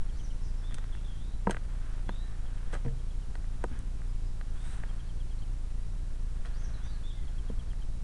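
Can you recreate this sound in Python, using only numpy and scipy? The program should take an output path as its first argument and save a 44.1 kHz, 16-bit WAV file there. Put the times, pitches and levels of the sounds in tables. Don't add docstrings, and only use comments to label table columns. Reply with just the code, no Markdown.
import sys
import numpy as np
from scipy import signal
from scipy.fft import rfft, irfft
from scipy.io import wavfile
from scipy.ndimage import uniform_filter1d

SR = 44100
rng = np.random.default_rng(int(sys.argv[2]) if len(sys.argv) > 2 else 0)


def rack_gain(trim_db):
    fader = np.asarray(trim_db, float)
    return 10 ** (fader / 20)


def pcm_store(signal):
    levels = np.round(np.clip(np.atleast_2d(signal), -1, 1) * 32767)
    wavfile.write(sys.argv[1], SR, levels.astype(np.int16).T)


N = 354167

# frequency in Hz, relative density in dB per Hz.
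HISS_SPECTRUM = [(200, -15), (260, -8), (350, -6), (600, -10), (1000, -12), (2000, -18), (5000, -21),
                 (9500, -22.5), (12500, -34)]
# mean frequency in Hz, level in dB rms.
WHINES = [(3894, -80), (5600, -82), (7400, -84), (9600, -87)]
# time in seconds, level in dB before clumping.
RUSTLE_LEVEL = [(0.0, -63.5), (.55, -68), (.78, -61), (1.3, -71.5), (1.6, -66), (1.86, -58.5),
                (2.02, -62.5), (2.28, -64.5), (2.5, -63), (2.77, -61.5), (2.93, -72), (3.66, -64),
                (3.75, -57), (3.86, -69.5), (4.32, -71.5), (4.75, -59), (5.03, -63.5), (5.12, -71),
                (6.25, -71.5), (6.62, -60), (6.9, -61.5), (7.1, -69.5), (7.5, -64.5), (8.03, -78)]
# frequency in Hz, relative density in dB per Hz.
BLADE_SPECTRUM = [(250, -15), (500, -3), (1000, -2.5), (1600, 0.5), (2400, -10), (3500, -11.5), (5000, -34)]
# frequency in Hz, relative density in dB per Hz.
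SEED_HEAD_SPECTRUM = [(700, -1), (1600, 0.5), (2500, -5), (3600, -5), (4800, -13), (6900, -10), (8400, -2),
                      (10000, -9), (12000, -20)]
# nominal frequency in Hz,
# level in dB before the blow's own weighting, nominal 60 dB decay time in seconds.
CASING_MODES = [(381, 4.5, 0.036), (451, 1.5, 0.052), (762, -7.5, 0.05), (944, 3.5, 0.023),
                (1272, -5, 0.035), (1560, 6.5, 0.014), (1870, -6.5, 0.033), (2285, 3, 0.0087),
                (3200, 3, 0.014), (3930, -7, 0.035), (6430, -7, 0.02), (7800, -6, 0.0091),
                (8210, -5.5, 0.01), (8540, -11, 0.016)]
# start in seconds, level in dB before a common trim,
# treble in dB relative to that, strongest pitch in Hz, focus in dB per octave away from it.
KNOCKS = [(0.71, -35.5, -14, 1330, 22), (0.724, -36.5, -15, 1550, 8), (0.744, -39.5, 1, 1590, -2),
          (0.784, -32, -8, 1880, 11), (0.841, -36.5, -32, 1010, 1), (0.951, -35.5, -22, 1800, 12),
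          (1.471, -14, -36, 970, 16.5), (1.495, -20.5, -37, 700, 8), (1.498, -28, -28, 1500, 10),
          (1.509, -25.5, 1, 1600, 6), (1.514, -30.5, -2, 1900, 15), (1.517, -27, -36, 1270, 35),
          (1.546, -28.5, -20, 1570, 24), (1.568, -26.5, -27, 1730, 10), (1.98, -35, -27, 1110, 17),
          (2.092, -25, -20.5, 1030, 5.5), (2.731, -31, -17, 900, 5), (2.735, -27, -24, 1300, 30),
          (2.742, -29.5, -6.5, 1870, 18), (2.752, -27, -32, 1300, 32), (2.847, -35, -26, 1090, 20),
          (2.862, -36, -28, 1870, 33), (2.882, -37, -25, 1800, 15), (3.354, -31, -14, 1750, 7.5),
          (3.443, -38, -22, 1500, 15), (3.64, -19.5, -18.5, 860, 11), (3.791, -57, 20, 918, 10),
          (4.018, -37.5, -21, 1560, 19), (4.412, -33, -29, 1720, 6.5), (4.836, -30.5, -42, 1490, 8),
          (4.911, -37, -26, 1250, 15), (6.451, -34, -20, 1700, 21), (7.5, -30.5, -30, 703, 17),
          (7.733, -40.5, -15, 1610, 15)]
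# start in seconds, 60 dB decay time in seconds,
# starting level in dB rms, relative treble in dB, strongest pitch in Hz.
SCRAPES = [(.743, 0.032, -39, 3, 1740), (1.496, 0.063, -36, -13, 900), (1.507, 0.099, -36.5, -11, 1510),
           (2.725, 0.13, -49.5, -7, 1950), (2.736, 0.14, -38.5, -11.5, 1280), (2.846, 0.19, -44, -22, 796),
           (6.455, 0.15, -49, -12, 2010)]
# frequency in Hz, 60 dB decay time in seconds.
MOUNT_MODES = [(131, 0.44), (195, 0.12), (235, 0.08), (460, 0.19), (612, 0.23)]
# start in seconds, level of the strongest mode in dB,
# strongest pitch in Hz.
JOLTS = [(1.471, -20, 185), (2.091, -37, 215), (2.851, -29, 133), (2.862, -38, 466), (2.864, -31.5, 240),
         (3.64, -36, 235), (3.715, -36, 257), (7.5, -33.5, 219)]
# first chip in seconds, last chip in seconds,
# typical level in dB.
CHIP_RUNS = [(0.09, 0.295, -63), (2.462, 3.215, -67), (4.89, 5.417, -61), (7.272, 7.816, -62)]
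# seconds after the song's
# start, length in seconds, start in Hz, end in Hz, level in dB before the song's gain,
# waver as a share of pitch.
SONG = [(0, .045, 4150, 5100, -66.5, .025), (0.035, .062, 5500, 6660, -65.5, .05),
        (0.104, 0.031, 6480, 5300, -59, 0.018), (0.304, 0.05, 6200, 5750, -65, 0.045),
        (.501, 0.067, 3370, 3760, -61, 0.0046), (0.57, 0.02, 3630, 3100, -59, 0.018),
        (0.58, 0.056, 3350, 3750, -66.5, 0.014), (0.638, 0.035, 3730, 3180, -69, 0.019)]
# start in seconds, gain in dB.
SONG_STARTS = [(.13, -1), (6.528, 1)]
# start in seconds, length in seconds,
# start in Hz, end in Hz, level in dB.
WHISTLES = [(.397, .13, 5450, 4700, -70.5), (.572, .045, 5480, 5300, -70), (.915, .09, 3420, 3380, -69),
            (.919, .036, 3700, 2680, -62), (.968, .02, 2650, 2780, -65), (1.042, .03, 3450, 3600, -63),
            (1.075, .1, 3330, 3170, -64), (2.17, .16, 1810, 1780, -68), (6.734, .03, 4300, 3800, -62),
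            (6.85, .15, 4900, 3900, -67), (6.91, .1, 1680, 1640, -70), (7.15, .11, 2130, 1960, -67.5)]
# start in seconds, length in seconds, level in dB.
SLURS = [(1.167, 0.2, -66.5), (2.051, 0.22, -64), (4.54, .22, -69), (6.803, 0.15, -66.5)]
# start in seconds, level in dB.
SEEPS = [(4.082, -69), (4.26, -68)]
# start, middle and end pitch in Hz.
CHIP_GLIDE_HZ = (3265, 3230, 2880)
PIP_GLIDE_HZ = (4120, 4360, 4500)
SLUR_GLIDE_HZ = (3200, 3770, 4000)
SEEP_GLIDE_HZ = (5120, 4990, 5060)

HISS_DB = -59.5
SAG_DB, SETTLE_S, COUPLING_HZ = -20.5, .0034, 4.5
BURST_S, PAUSE_AT_S, PAUSE_S = .0135, .0072, .00189
GAP_S, HALF_GAP_SHARE, SHARE_GROWTH_PER_S = .035, .22, .016
SWISH_PEAK_S, SWISH_DB, SWISH_RISE_S, SWISH_FALL_S = 4.71, -57, .09, .06
DRAG_PER_S, DRAG_SPREAD_DB = 3500, 3.0
CHIP_S, CHIP_GAP_S, CHIP_SPREAD_DB = .0234, .107, -.9
PIP_S, PIP_LEAD_S, PIP_DB = .021, .031, -10
SLOWING = .065
LAST_CHIP_DROP = .041
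SEEP_S = .035
OFFSET = -.0069


def evened(x):
    return x / np.sqrt(np.mean(x ** 2) + 1e-20)


def add(mix, s, sound):
    part = mix[round(s * SR):][:len(sound)]
    part += sound[:len(part)]


def coloured(x, points):
    f, db = np.transpose(points)
    hz = np.fft.rfftfreq(len(x), 1 / SR)
    gain_db = np.interp(np.log(hz + 1), np.log(f + 1), db, left=-80, right=-80)
    return evened(irfft(rfft(x) * rack_gain(gain_db), len(x)))


def settle(x, seconds):
    r = np.exp(-1 / (seconds * SR))
    return signal.lfilter([1 - r], [1, -r], x)


def crackle(count, per_s, spread_db):
    dice, sign, size = rng.random(count), rng.standard_normal(count), rng.exponential(1, count)
    return (dice < per_s / SR) * sign * rack_gain(spread_db * np.minimum(size, 4))


def electronics(drift_hz=4.73):
    t = np.arange(N) / SR
    drift = np.cumsum(drift_hz * evened(uniform_filter1d(rng.standard_normal(N), 4000))) / SR
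    whine = sum(rack_gain(db) * np.sqrt(2) * np.sin(2 * np.pi * (hz * t + drift)) for hz, db in WHINES)
    return rack_gain(HISS_DB) * coloured(rng.standard_normal(N), HISS_SPECTRUM) + whine


def load_bursts(jitter=.07, length_jitter=.12, size_jitter=.12, pause_jitter=.138,
                pause_depth=.4, close_size=.87):
    dice, normals = rng.random(500), rng.standard_normal((500, 4))
    steps, now, close = np.zeros(N + SR), 0., False
    for chance, (bigger, late, longer, wander) in zip(dice, normals):
        if now * SR >= N:
            break
        size = (1 + size_jitter * bigger) * (close_size if close else 1)
        pause = PAUSE_AT_S * max(1 + pause_jitter * wander, .3)
        end = max(BURST_S * (1 + length_jitter * longer), pause + PAUSE_S)
        at = now + np.array([0, pause, pause + PAUSE_S, end])
        steps[(at * SR).astype(int)] += size * np.array([-1, pause_depth, -pause_depth, 1])
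        close = chance < HALF_GAP_SHARE + SHARE_GROWTH_PER_S * now
        now += GAP_S * (.5 if close else 1) * (1 + jitter * late)
    return np.cumsum(steps)[:N]


def supply(edge_s=.00031, slow_share=.5, slow_s=.0098, other_load=.13, other_s=.0063):
    load = settle(load_bursts(), edge_s)
    load = load + other_load * evened(settle(rng.standard_normal(N), other_s))
    small_capacitor, large_capacitor = settle(load, SETTLE_S), settle(load, slow_s)
    volts = (1 - slow_share) * small_capacitor + slow_share * large_capacitor
    volts = volts - volts.mean()
    return rack_gain(SAG_DB) * (volts - settle(volts, 1 / (2 * np.pi * COUPLING_HZ)))


def note(length, glide_hz, flutter_db=3.0, waver=.022, fade_db=2.3):
    wobble, flutter = (evened(uniform_filter1d(v, 120)) for v in rng.standard_normal((2, 16000)))
    count = round(length * SR)
    u = np.arange(count) / (length * SR)
    start, middle, end = glide_hz
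    hz = start * (1 - u) * (1 - 2 * u) + middle * 4 * u * (1 - u) + end * u * (2 * u - 1)
    tone = np.sqrt(2) * np.sin(2 * np.pi * np.cumsum(hz * (1 + waver * wobble[:count])) / SR)
    level = rack_gain(flutter_db * flutter[:count] - fade_db * u)
    return tone * level * signal.windows.tukey(count, .35)


def straight_note(length, start_hz, end_hz, waver):
    return note(length, (start_hz, (start_hz + end_hz) / 2, end_hz), waver=waver)


def nearest_bird(late_s=.002):
    chips, pips = np.zeros((2, N))
    for first, last, db in CHIP_RUNS:
        u = np.linspace(0, 1, round((last - first) / CHIP_GAP_S) + 1)
        beats = first + (last - first) * (u - SLOWING * u * (1 - u))
        chances = rng.standard_normal((len(beats), 3))
        for s, final, (late, louder, pip_louder) in zip(beats, u == 1, chances):
            glide_hz = np.multiply(CHIP_GLIDE_HZ, 1 - LAST_CHIP_DROP * final)
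            chip = note(CHIP_S, glide_hz, flutter_db=2.5, waver=.016, fade_db=2.5)
            add(chips, s + late_s * late, rack_gain(db + CHIP_SPREAD_DB * louder) * chip)
            pip = note(PIP_S, PIP_GLIDE_HZ, flutter_db=3, waver=.015)
            add(pips, s - PIP_LEAD_S, rack_gain(db + PIP_DB + CHIP_SPREAD_DB * pip_louder) * pip)
    return chips, pips


def other_birds():
    out = np.zeros(N)
    for start, gain_db in SONG_STARTS:
        for s, length, start_hz, end_hz, db, waver in SONG:
            sung = straight_note(length, start_hz, end_hz, waver)
            add(out, start + s, rack_gain(db + gain_db) * sung)
    for s, length, db in SLURS:
        add(out, s, rack_gain(db) * note(length, SLUR_GLIDE_HZ, flutter_db=3, waver=.016, fade_db=4))
    for s, db in SEEPS:
        add(out, s, rack_gain(db) * note(SEEP_S, SEEP_GLIDE_HZ, flutter_db=1, waver=.003))
    for s, length, start_hz, end_hz, db in WHISTLES:
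        add(out, s, rack_gain(db) * straight_note(length, start_hz, end_hz, .017))
    return out


def hedge_scatter(x, echo_db=-3, echo_t60=.48):
    n = np.arange(12000)
    echoes = rng.standard_normal(12000) * rack_gain(-60 * n / SR / echo_t60)
    echoes *= np.minimum(n / 600, 1)
    return rack_gain(echo_db) * signal.fftconvolve(x, echoes / np.linalg.norm(echoes))[:N]


def birds():
    chips, pips = nearest_bird()
    scattered = pips + other_birds()
    return chips + scattered + hedge_scatter(scattered)


def rustle(per_s=7000, spread_db=2.0, clump_db=1.7):
    t = np.arange(N) / SR
    clumps = evened(uniform_filter1d(rng.standard_normal(N), 900))
    blades = coloured(crackle(N, per_s, spread_db), BLADE_SPECTRUM)
    blades = rack_gain(np.interp(t, *np.transpose(RUSTLE_LEVEL))) * blades
    width = np.where(t < SWISH_PEAK_S, SWISH_RISE_S, SWISH_FALL_S)
    stroke = np.exp(-.5 * ((t - SWISH_PEAK_S) / width) ** 2)
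    heads = rack_gain(SWISH_DB) * stroke * coloured(crackle(N, per_s, spread_db), SEED_HEAD_SPECTRUM)
    return rack_gain(clump_db * clumps) * blades + rack_gain(.5 * clump_db * clumps) * heads


def jolt(pitch_hz, slope_db=45):
    hz, t60 = np.transpose(MOUNT_MODES)[:, :, None]
    t = np.arange(8000) / SR
    share_db = -slope_db * abs(np.log2(hz / pitch_hz))
    level = rack_gain(share_db - share_db.max() - 60 * t / t60)
    return -(level * np.sin(2 * np.pi * hz * t)).sum(0)


def ring(treble_db, pitch_hz, focus_db, chance, length, body_hz=500, dull_share=.34,
         onset_cycles=.91, body_slope_db=7, detune=.025, uneven_db=1.5):
    hz, db, t60 = np.transpose(CASING_MODES)[:, :, None]
    t = np.arange(4000) / SR
    low = hz < 600
    octaves = abs(np.log2(np.where(low, body_hz, hz) / pitch_hz))
    focused_db = -np.where(low, body_slope_db, focus_db) * octaves
    share_db = np.where(hz > 5000, treble_db, focused_db)
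    upper_middle = (hz > 2100) & (hz < 5000)
    share_db = share_db + np.where(upper_middle, dull_share * min(treble_db + 11, 0), 0)
    shift, strength = chance.T[:, :, None]
    onset = np.sin(np.pi / 2 * np.minimum(t * hz / onset_cycles, 1)) ** 2
    level = rack_gain(db + share_db + uneven_db * strength - 60 * t / (t60 * length))
    return -(onset * level * np.sin(2 * np.pi * hz * (1 + detune * shift) * t)).sum(0)


def scrape(t60, treble_db, pitch_hz):
    t = np.arange(8000) / SR
    unvaried = np.zeros((len(CASING_MODES), 2))
    blow = ring(treble_db, pitch_hz, 7.5, unvaried, .45)
    rain = signal.fftconvolve(crackle(8000, DRAG_PER_S, DRAG_SPREAD_DB), blow)[:8000]
    return rack_gain(-60 * t / t60) * evened(rain)


def knocks(gain_db=-2.5, damping=.028, crack_db=-12, crack_t60=.003):
    out, t = np.zeros(N), np.arange(8000) / SR
    chances = rng.standard_normal((len(KNOCKS), len(CASING_MODES), 2))
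    for (s, db, treble_db, pitch_hz, focus_db), chance in zip(KNOCKS, chances):
        length = np.clip(1 + damping * (db + 12), .3, 1.5)
        contact = rack_gain(treble_db + crack_db - 60 * t / crack_t60) * rng.standard_normal(8000)
        add(out, s, rack_gain(db + gain_db) * ring(treble_db, pitch_hz, focus_db, chance, length))
        add(out, s, rack_gain(db + gain_db) * contact)
    for s, db, pitch_hz in JOLTS:
        add(out, s, rack_gain(db) * jolt(pitch_hz))
    for s, t60, db, treble_db, pitch_hz in SCRAPES:
        add(out, s, rack_gain(db) * scrape(t60, treble_db, pitch_hz))
    return out


def scene():
    return (electronics() + supply() + birds() + rustle() + knocks())[None]


def band_limit(x):
    return signal.sosfilt(signal.butter(12, 12240, fs=SR, output="sos"), x)


def record(dry, edge_hz=10000, fall_db=3.5):
    hz = np.fft.rfftfreq(N, 1 / SR)
    khz_past = np.clip((hz - edge_hz) / 1000, 0, 4)
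    roll = rack_gain(-fall_db * khz_past ** 2)
    mix = irfft(rfft(dry) * roll, N) + OFFSET
    return band_limit(mix)


dry = scene()
out = record(dry)
pcm_store(out)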